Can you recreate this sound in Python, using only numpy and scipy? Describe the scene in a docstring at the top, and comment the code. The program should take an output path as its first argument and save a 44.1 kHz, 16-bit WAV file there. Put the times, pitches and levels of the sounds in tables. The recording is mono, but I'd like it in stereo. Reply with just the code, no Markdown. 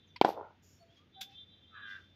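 """Over quiet air and a low hum, a dropped ball ticks and a willow bat cracks it into matting: batting practice.
Blows are damped modes plus a splintery burst of noise grains; wall slaps and noise washes answer them.
Shoes scuff and the toe of the bat is grounded, as sprays of coloured grains.
Far off: gliding bird whistles, one crow's caw of fluttering harmonics and a thin horn of three high partials,
all with scattered echoes."""
import sys
import numpy as np
from scipy import signal
from scipy.fft import rfft, irfft
from scipy.io import wavfile
from scipy.ndimage import uniform_filter1d

SR = 44100
rng = np.random.default_rng(int(sys.argv[2]) if len(sys.argv) > 2 else 0)


def store_wav(level_fs):
    """Save 16-bit WAV to argv[1]."""
    pcm = np.round(np.clip(np.atleast_2d(level_fs), -1, 1) * 32767)
    wavfile.write(sys.argv[1], SR, pcm.T.astype(np.int16))


N = 94815
TIME_S = np.arange(N) / SR
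FREQ_HZ = np.fft.rfftfreq(N, 1 / SR) + 1   # 1 Hz up, so that logs and ratios stay finite

# Blows on bat and matting: (time [s], level [dB], left minus right [dB], lead of the left side [ms])
BAT_HIT = (.2132, -6, .3, 0)
PITCH_HIT = (.2472, -6.3, 0, .2)
# Modes of bat, matting and ball: (frequency [Hz], level [dB], t60 [s])
BAT_MODES = [(350, -4.3, .0074), (820, -3.2, .007), (1000, -20, .014), (2332, -20, .0106),
             (3100, -18.5, .0055), (3984, -14.5, .0018), (12594, -37, .0023)]
PITCH_MODES = [(380, -10.5, .0061), (773, -5.3, .0115), (1000, -17, .022), (1490, -10.4, .0047),
               (3281, -22, .008), (4383, -25.5, .002), (7251, -42, .0069)]
BALL_MODES = [(980, -5, .025), (4520, -13, .02)]
BLOW_LOW_CUT_HZ = 130

# Dropped ball: (time [s], level [dB], attack [s], t60 [s], left-right likeness [-1 to 1])
BALL_DROP = (.160, -42.5, .003, .05, .7)
# Its colour: (frequency [Hz], spectral level [dB])
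BALL_DROP_COLOUR = [(1300, -14), (2400, -1), (3800, -12), (4500, -5), (5400, -13), (6000, -36),
                    (15000, -47)]
# Splintery ends of the two blows: (time [s], level [dB], attack [s], t60 [s], left-right likeness [-1 to 1])
CRACKS = [(.2135, -28, .001, .04, .8), (.2476, -29, .001, .05, .3)]
# Their colour: (frequency [Hz], spectral level [dB])
CRACK_COLOUR = [(170, -8), (800, 0), (3200, -8), (5500, -18), (8500, -40), (13000, -34), (16000, -44)]

# Slaps back from the walls and the end screen: (time [s], level [dB])
SLAPS = [(.2565, -27), (.2635, -27), (.2685, -29), (.2805, -20), (.2895, -20), (.3035, -29), (.3255, -35),
         (.3415, -36), (.3625, -40), (.3755, -30), (.398, -33), (.4105, -29), (.430, -40), (.507, -47)]
# Modes of a slap before random variation: (frequency [Hz], level [dB], t60 [s])
SLAP_MODES = [(430, -8, .008), (800, -4, .008), (1400, -23, .008)]
SLAP_PAN_SPREAD_DB, SLAP_LEAD_SPREAD_MS, SLAP_LOW_CUT_HZ = 2.5, .15, 260
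# Yard washes: (time [s], level [dB], attack [s], t60 [s], left-right likeness [-1 to 1])
YARD_NEAR = (.229, -33, .03, .28, .65)
YARD_FAR = (.312, -43, .08, .28, .55)
YARD_RING = (.39, -53, .06, .3, .4)
# Their colours: (frequency [Hz], spectral level [dB])
YARD_NEAR_COLOUR = [(100, -26), (190, -7), (300, -3), (649, -6), (824, 1), (1150, -17), (1480, -21),
                    (4450, -29), (8000, -47), (10400, -77)]
YARD_FAR_COLOUR = [(190, -38), (280, -22), (380, -4), (560, 0), (950, -2), (1250, -20), (4000, -54)]
YARD_RING_COLOUR = [(740, -9), (890, 0), (1160, -24), (1400, -6), (1650, -26)]

# Shoes and bat toe: (time [s], level [dB], attack [s], t60 [s], left-right likeness [-1 to 1])
STRIDE = (.264, -48, .026, .15, .2)
SHOE_DRAG = (.622, -68.5, .012, .45, .2)
SHUFFLES = [(.87, -70, .11, .25, .1), (1.26, -66, .06, .35, .1), (1.85, -62, .06, .6, .1)]
BAT_GROUNDED = (1.2075, -37.5, .007, .11, .6)
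# Their colours: (frequency [Hz], spectral level [dB])
STRIDE_COLOUR = [(2000, -6), (3200, -2), (5500, -6), (8500, -29), (12700, -13), (16000, -28)]
SHOE_DRAG_COLOUR = [(4000, -18), (5000, -8), (5600, -4), (6200, -9), (7000, 0), (8000, -34), (10500, -28),
                    (13000, -18), (16000, -32)]
SHUFFLE_COLOUR = [(2000, -3), (3200, 0), (5700, -7), (8500, -33), (15000, -30)]
BAT_GROUNDED_COLOUR = [(110, -13), (600, -29), (1350, -24), (1580, -8), (1800, -25), (2450, -9),
                       (2950, -11), (3500, 1), (4200, -13), (5100, -11), (7400, -21), (8600, -35),
                       (11900, -22), (15500, -27)]
SHOE_DRAG_HOLD_S = .1
GRAINS_PER_S, GRAIN_SPREAD_DB = 5000, 3.0

# Stereo tilt of the near sounds and the air: (frequency [Hz], left minus right [dB])
LEFT_BIAS = [(500, .3), (2000, 0), (5000, 2), (9000, 4), (13000, 15)]

# Caw: (time [s], pitch [Hz], level [dB], roughness [0 to 1], throat resonance [Hz])
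CAW = [(1.708, 455, -74, .2, 1380), (1.752, 428, -52, .45, 1420), (1.79, 420, -50.5, .8, 1500),
       (1.83, 413, -52.5, .6, 1500), (1.86, 406, -49, .15, 1600), (1.925, 399, -47, .15, 1610),
       (1.975, 388, -53, .5, 1540), (2.01, 340, -75, .5, 1350)]
# Throat response: (frequency [ratio to the throat resonance], level [dB])
THROAT = [(.62, -48), (.75, -20), (.86, -4), (1, 0), (1.2, -5), (1.32, -29), (1.55, -23), (1.8, -22),
          (2.8, -47)]
FLUTTER_HZ, FLUTTER_DEPTH = 97, .9
CAW_JITTER, RASP_HZ, RASP_SHARE = .009, 130, .8

# Bird whistles: (time [s], length [s], start pitch [Hz], end pitch [Hz], level [dB])
WHISTLES = [(.068, .035, 6800, 5600, -75), (.68, .13, 5700, 5300, -72), (.80, .055, 700, 650, -59.5),
            (.87, .09, 685, 680, -70), (1.155, .085, 790, 745, -54.5), (1.24, .11, 770, 830, -66),
            (.785, .065, 4480, 4400, -70), (.955, .045, 3400, 3200, -63), (.88, .07, 3200, 3500, -68),
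            (1.31, .05, 2720, 2620, -69), (.97, .09, 1090, 1290, -74)]
WHISTLE_WAVER, WHISTLE_OCTAVE_DB = .018, -20

# Horn partials: (frequency [Hz], level when loudest [dB])
HORN_PARTIALS = [(3183, -5), (3540, 0), (3888, -7)]
# Horn loudness: (time [s], level [dB])
HORN_LEVEL = [(0, -71), (.09, -66), (.35, -70), (.41, -90), (1.11, -86), (1.15, -58), (1.33, -64),
              (1.385, -55), (1.46, -67), (1.53, -60), (1.65, -68), (1.78, -58), (1.95, -57), (2.15, -77)]
HORN_WAVER, HORN_FLICKER_DB, HORN_PURITY_DB = .007, 4.0, 16
DISTANT_T60_S, DISTANT_WET_DB, DISTANT_PAN_DB = .25, -2.5, 2.0

HUM_HZ, HUM_WAVER, HUM_DB, HUM_DRIFT_DB = 91.5, .03, -72.5, 2.5
# Colour of the outdoor air: (frequency [Hz], spectral level [dB])
AIR_COLOUR = [(25, -16), (55, -9), (95, -1.5), (250, -5.5), (516, -14), (1000, -22), (1600, -18.5),
              (3300, -19.5), (4300, -27), (6700, -35), (7800, -54), (12500, -49), (16000, -54)]
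# Stereo likeness of the air: (frequency [Hz], left-right likeness [-1 to 1])
AIR_LIKENESS = [(60, .93), (200, .88), (500, .6), (1200, .1), (8000, 0)]
AIR_DB = -67
STOPBAND_HZ = 16700


def from_db(db):
    """Decibels to gain."""
    return 10 ** (np.asarray(db) / 20)


def rms_one(x):
    """Scale to unit rms."""
    return x / np.sqrt(np.mean(x ** 2) + 1e-20)


def at_hz(points, hz):
    """Read a table on a log-frequency axis."""
    table_hz, values = np.transpose(points)
    return np.interp(np.log(hz), np.log(table_hz), values)


def pan(db):
    """Left and right gains for a level difference."""
    return from_db(np.array([[.5], [-.5]]) * db)


def drift(hz):
    """Low-passed noise of unit rms: slow random wander."""
    return rms_one(irfft(rfft(rng.standard_normal(N)) / (1 + (FREQ_HZ / hz) ** 2), N))


def phase_of(hz):
    """Integrate a varying frequency to phase in radians."""
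    return 2 * np.pi * np.cumsum(hz) / SR


def coloured(pair, colour, likeness):
    """Mix unrelated signals as mid and side to set stereo likeness, then shape the spectrum; rms 1."""
    mid, side = rfft(pair)
    likeness = np.clip(likeness, -1, 1)
    low_edge = 1 + (.8 * colour[0][0] / FREQ_HZ) ** 4
    high_edge = 1 + (.8 * FREQ_HZ / colour[-1][0]) ** 8
    gain = from_db(at_hz(colour, FREQ_HZ)) / low_edge / high_edge
    both = np.sqrt(1 + likeness) * mid + np.sqrt(1 - likeness) * side * np.array([[1], [-1]])
    return rms_one(irfft(both * gain * pan(at_hz(LEFT_BIAS, FREQ_HZ)), N))


def knock(start_s, db, modes):
    """A contact rings damped modes of alternating sign; each swells for a moment and dies."""
    first = int(start_s * SR)
    age_s = np.maximum(TIME_S - start_s, 0)[first:first + SR // 10, None]
    hz, level_db, t60_s = np.transpose(modes)
    decay = age_s * np.log(1000) / t60_s
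    swell = decay * np.exp(1 - decay)   # peaks at 1
    gain = (-1) ** np.arange(len(hz)) * from_db(db + level_db)
    ring = (gain * swell * np.sin(2 * np.pi * hz * age_s)).sum(1)
    return np.pad(ring, (first, N))[:N]


def blow(hit, modes, low_cut_hz):
    """A blow at two microphones, high-passed to keep the knock tight and light in bass."""
    start_s, db, pan_db, lead_ms = hit
    left = knock(start_s, db, modes)
    right = knock(start_s + lead_ms / 1000, db, modes)
    high_pass = signal.butter(2, low_cut_hz, "high", fs=SR, output="sos")
    return pan(pan_db) * signal.sosfilt(high_pass, np.array([left, right]) + 1e-18)


def burst(shape, colour, hold_s=0, gritty=False):
    """Noise, or a spray of random-sign grains, that rises, holds and decays exponentially."""
    start_s, db, attack_s, t60_s, likeness = shape
    pair = rng.standard_normal((2, N))
    if gritty:
        grains = rng.random((2, N)) < GRAINS_PER_S / SR
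        grain_db = GRAIN_SPREAD_DB * np.minimum(rng.exponential(1, (2, N)), 4)
        pair = np.sign(pair) * grains * from_db(grain_db)
    rise = np.clip((TIME_S - start_s) / attack_s, 0, 1)
    decay_s = np.maximum(TIME_S - start_s - attack_s - hold_s, 0)
    level = rise * from_db(db) * np.exp(-np.log(1000) * decay_s / t60_s)
    return level * coloured(pair, colour, likeness)


def stroke():
    """The ball drops with a ringing tick, meets bat, then matting; both blows end in a grainy crack."""
    tick = burst(BALL_DROP, BALL_DROP_COLOUR, gritty=True)
    tick = tick + knock(BALL_DROP[0], BALL_DROP[1], BALL_MODES)
    blows = blow(BAT_HIT, BAT_MODES, BLOW_LOW_CUT_HZ) + blow(PITCH_HIT, PITCH_MODES, BLOW_LOW_CUT_HZ)
    blows = irfft(rfft(blows) * pan(at_hz(LEFT_BIAS, FREQ_HZ)), N)
    cracks = sum(burst(row, CRACK_COLOUR, gritty=True) for row in CRACKS)
    return tick + blows + cracks


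def yard():
    """Dull slaps with randomly varied modes, over near and far echo washes and a hollow ring."""
    out = burst(YARD_NEAR, YARD_NEAR_COLOUR) + burst(YARD_FAR, YARD_FAR_COLOUR)
    out = out + burst(YARD_RING, YARD_RING_COLOUR)
    for start_s, db in SLAPS:
        modes = [(hz * (1 + .06 * rng.normal()), mode_db + rng.normal(), t60_s)
                 for hz, mode_db, t60_s in SLAP_MODES]
        pan_db = SLAP_PAN_SPREAD_DB * rng.normal()
        lead_ms = SLAP_LEAD_SPREAD_MS * rng.normal()
        out = out + blow((start_s, db, pan_db, lead_ms), modes, SLAP_LOW_CUT_HZ)
    return out


def footwork():
    """Grain sprays: shoes scuff the matting and the bat toe comes down on grit."""
    stride = burst(STRIDE, STRIDE_COLOUR, gritty=True)
    drag = burst(SHOE_DRAG, SHOE_DRAG_COLOUR, SHOE_DRAG_HOLD_S, gritty=True)
    shuffles = sum(burst(row, SHUFFLE_COLOUR, gritty=True) for row in SHUFFLES)
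    return stride + drag + shuffles + burst(BAT_GROUNDED, BAT_GROUNDED_COLOUR, gritty=True)


def crow():
    """A falling, fluttering caw; hoarseness alternates strong and weak cycles, adding half-way partials."""
    time_s, *columns = np.transpose(CAW)
    hz, db, rough, throat_hz = (np.interp(TIME_S, time_s, column) for column in columns)
    phase = phase_of(hz * (1 + CAW_JITTER * drift(60)))
    flutter = np.cos(phase_of(FLUTTER_HZ * (1 + .07 * drift(20))))
    rough = np.clip(rough, 0, 1)
    flutter_swing = FLUTTER_DEPTH * (1 - rough ** 2) * flutter
    voice = 0
    for k in np.arange(2, 12, .5):
        swing = 1 + flutter_swing + RASP_SHARE * rough * drift(RASP_HZ)
        strength = rough if k % 1 else 1   # half-way partials only where hoarse
        throat = from_db(at_hz(THROAT, k * hz / throat_hz))
        voice = voice + strength * throat * swing * np.cos(k * phase + 2 * np.pi * rng.random())
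    levelled = voice / np.sqrt(uniform_filter1d(voice ** 2, size=1400) + 1e-12)
    return levelled * from_db(db) * (TIME_S > time_s[0]) * (TIME_S < time_s[-1])


def birds():
    """Soft, nearly pure whistles that glide a little, each with a faint octave."""
    out, waver = 0, 1 + WHISTLE_WAVER * drift(40)
    for start_s, length_s, start_hz, end_hz, db in WHISTLES:
        progress = np.clip((TIME_S - start_s) / length_s, 0, 1)
        phase = phase_of((start_hz + (end_hz - start_hz) * progress) * waver)
        tone = np.sin(phase) + from_db(WHISTLE_OCTAVE_DB) * np.sin(2 * phase)
        out = out + from_db(db) * np.sin(np.pi * progress) * tone
    return out


def horn():
    """Only a far horn's upper partials arrive, each flickering; when faint it thins towards one tone."""
    waver = 1 + HORN_WAVER * drift(50)
    level_db = np.interp(TIME_S, *np.transpose(HORN_LEVEL))
    thinning = 1 + (level_db.max() - level_db) / HORN_PURITY_DB
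    tone = 0
    for hz, db in HORN_PARTIALS:
        partial_db = db * thinning + HORN_FLICKER_DB * drift(15)
        tone = tone + from_db(partial_db) * np.sin(phase_of(hz * waver))
    return rms_one(tone) * from_db(level_db)


def distant(x):
    """Scattered echoes from houses and trees: convolution with decaying noise."""
    echoes = rng.standard_normal((2, N)) * np.exp(-np.log(1000) * TIME_S / DISTANT_T60_S)
    echoes /= np.sqrt((echoes ** 2).sum(1, keepdims=True))
    wet = signal.fftconvolve(x[None], echoes, axes=1)[:, :N]
    return pan(DISTANT_PAN_DB) * (x + from_db(DISTANT_WET_DB) * wet)


def air():
    """The quiet outdoor floor of coloured noise, with a wavering motor hum as one sine."""
    hum = np.sqrt(2) * np.sin(phase_of(HUM_HZ * (1 + HUM_WAVER * drift(10))))
    hum = hum * from_db(HUM_DB + HUM_DRIFT_DB * drift(8))
    floor = coloured(rng.standard_normal((2, N)), AIR_COLOUR, at_hz(AIR_LIKENESS, FREQ_HZ))
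    return hum + from_db(AIR_DB) * floor


def scene():
    """The net in front, the neighbourhood behind."""
    return stroke() + yard() + footwork() + distant(crow() + birds() + horn()) + air()


def record(dry):
    """Tanh rounds the peaks; a steep low-pass cuts the top."""
    low_pass = signal.cheby2(12, 70, STOPBAND_HZ, fs=SR, output="sos")
    return signal.sosfilt(low_pass, np.tanh(dry))


dry = scene()
out = record(dry)
store_wav(out)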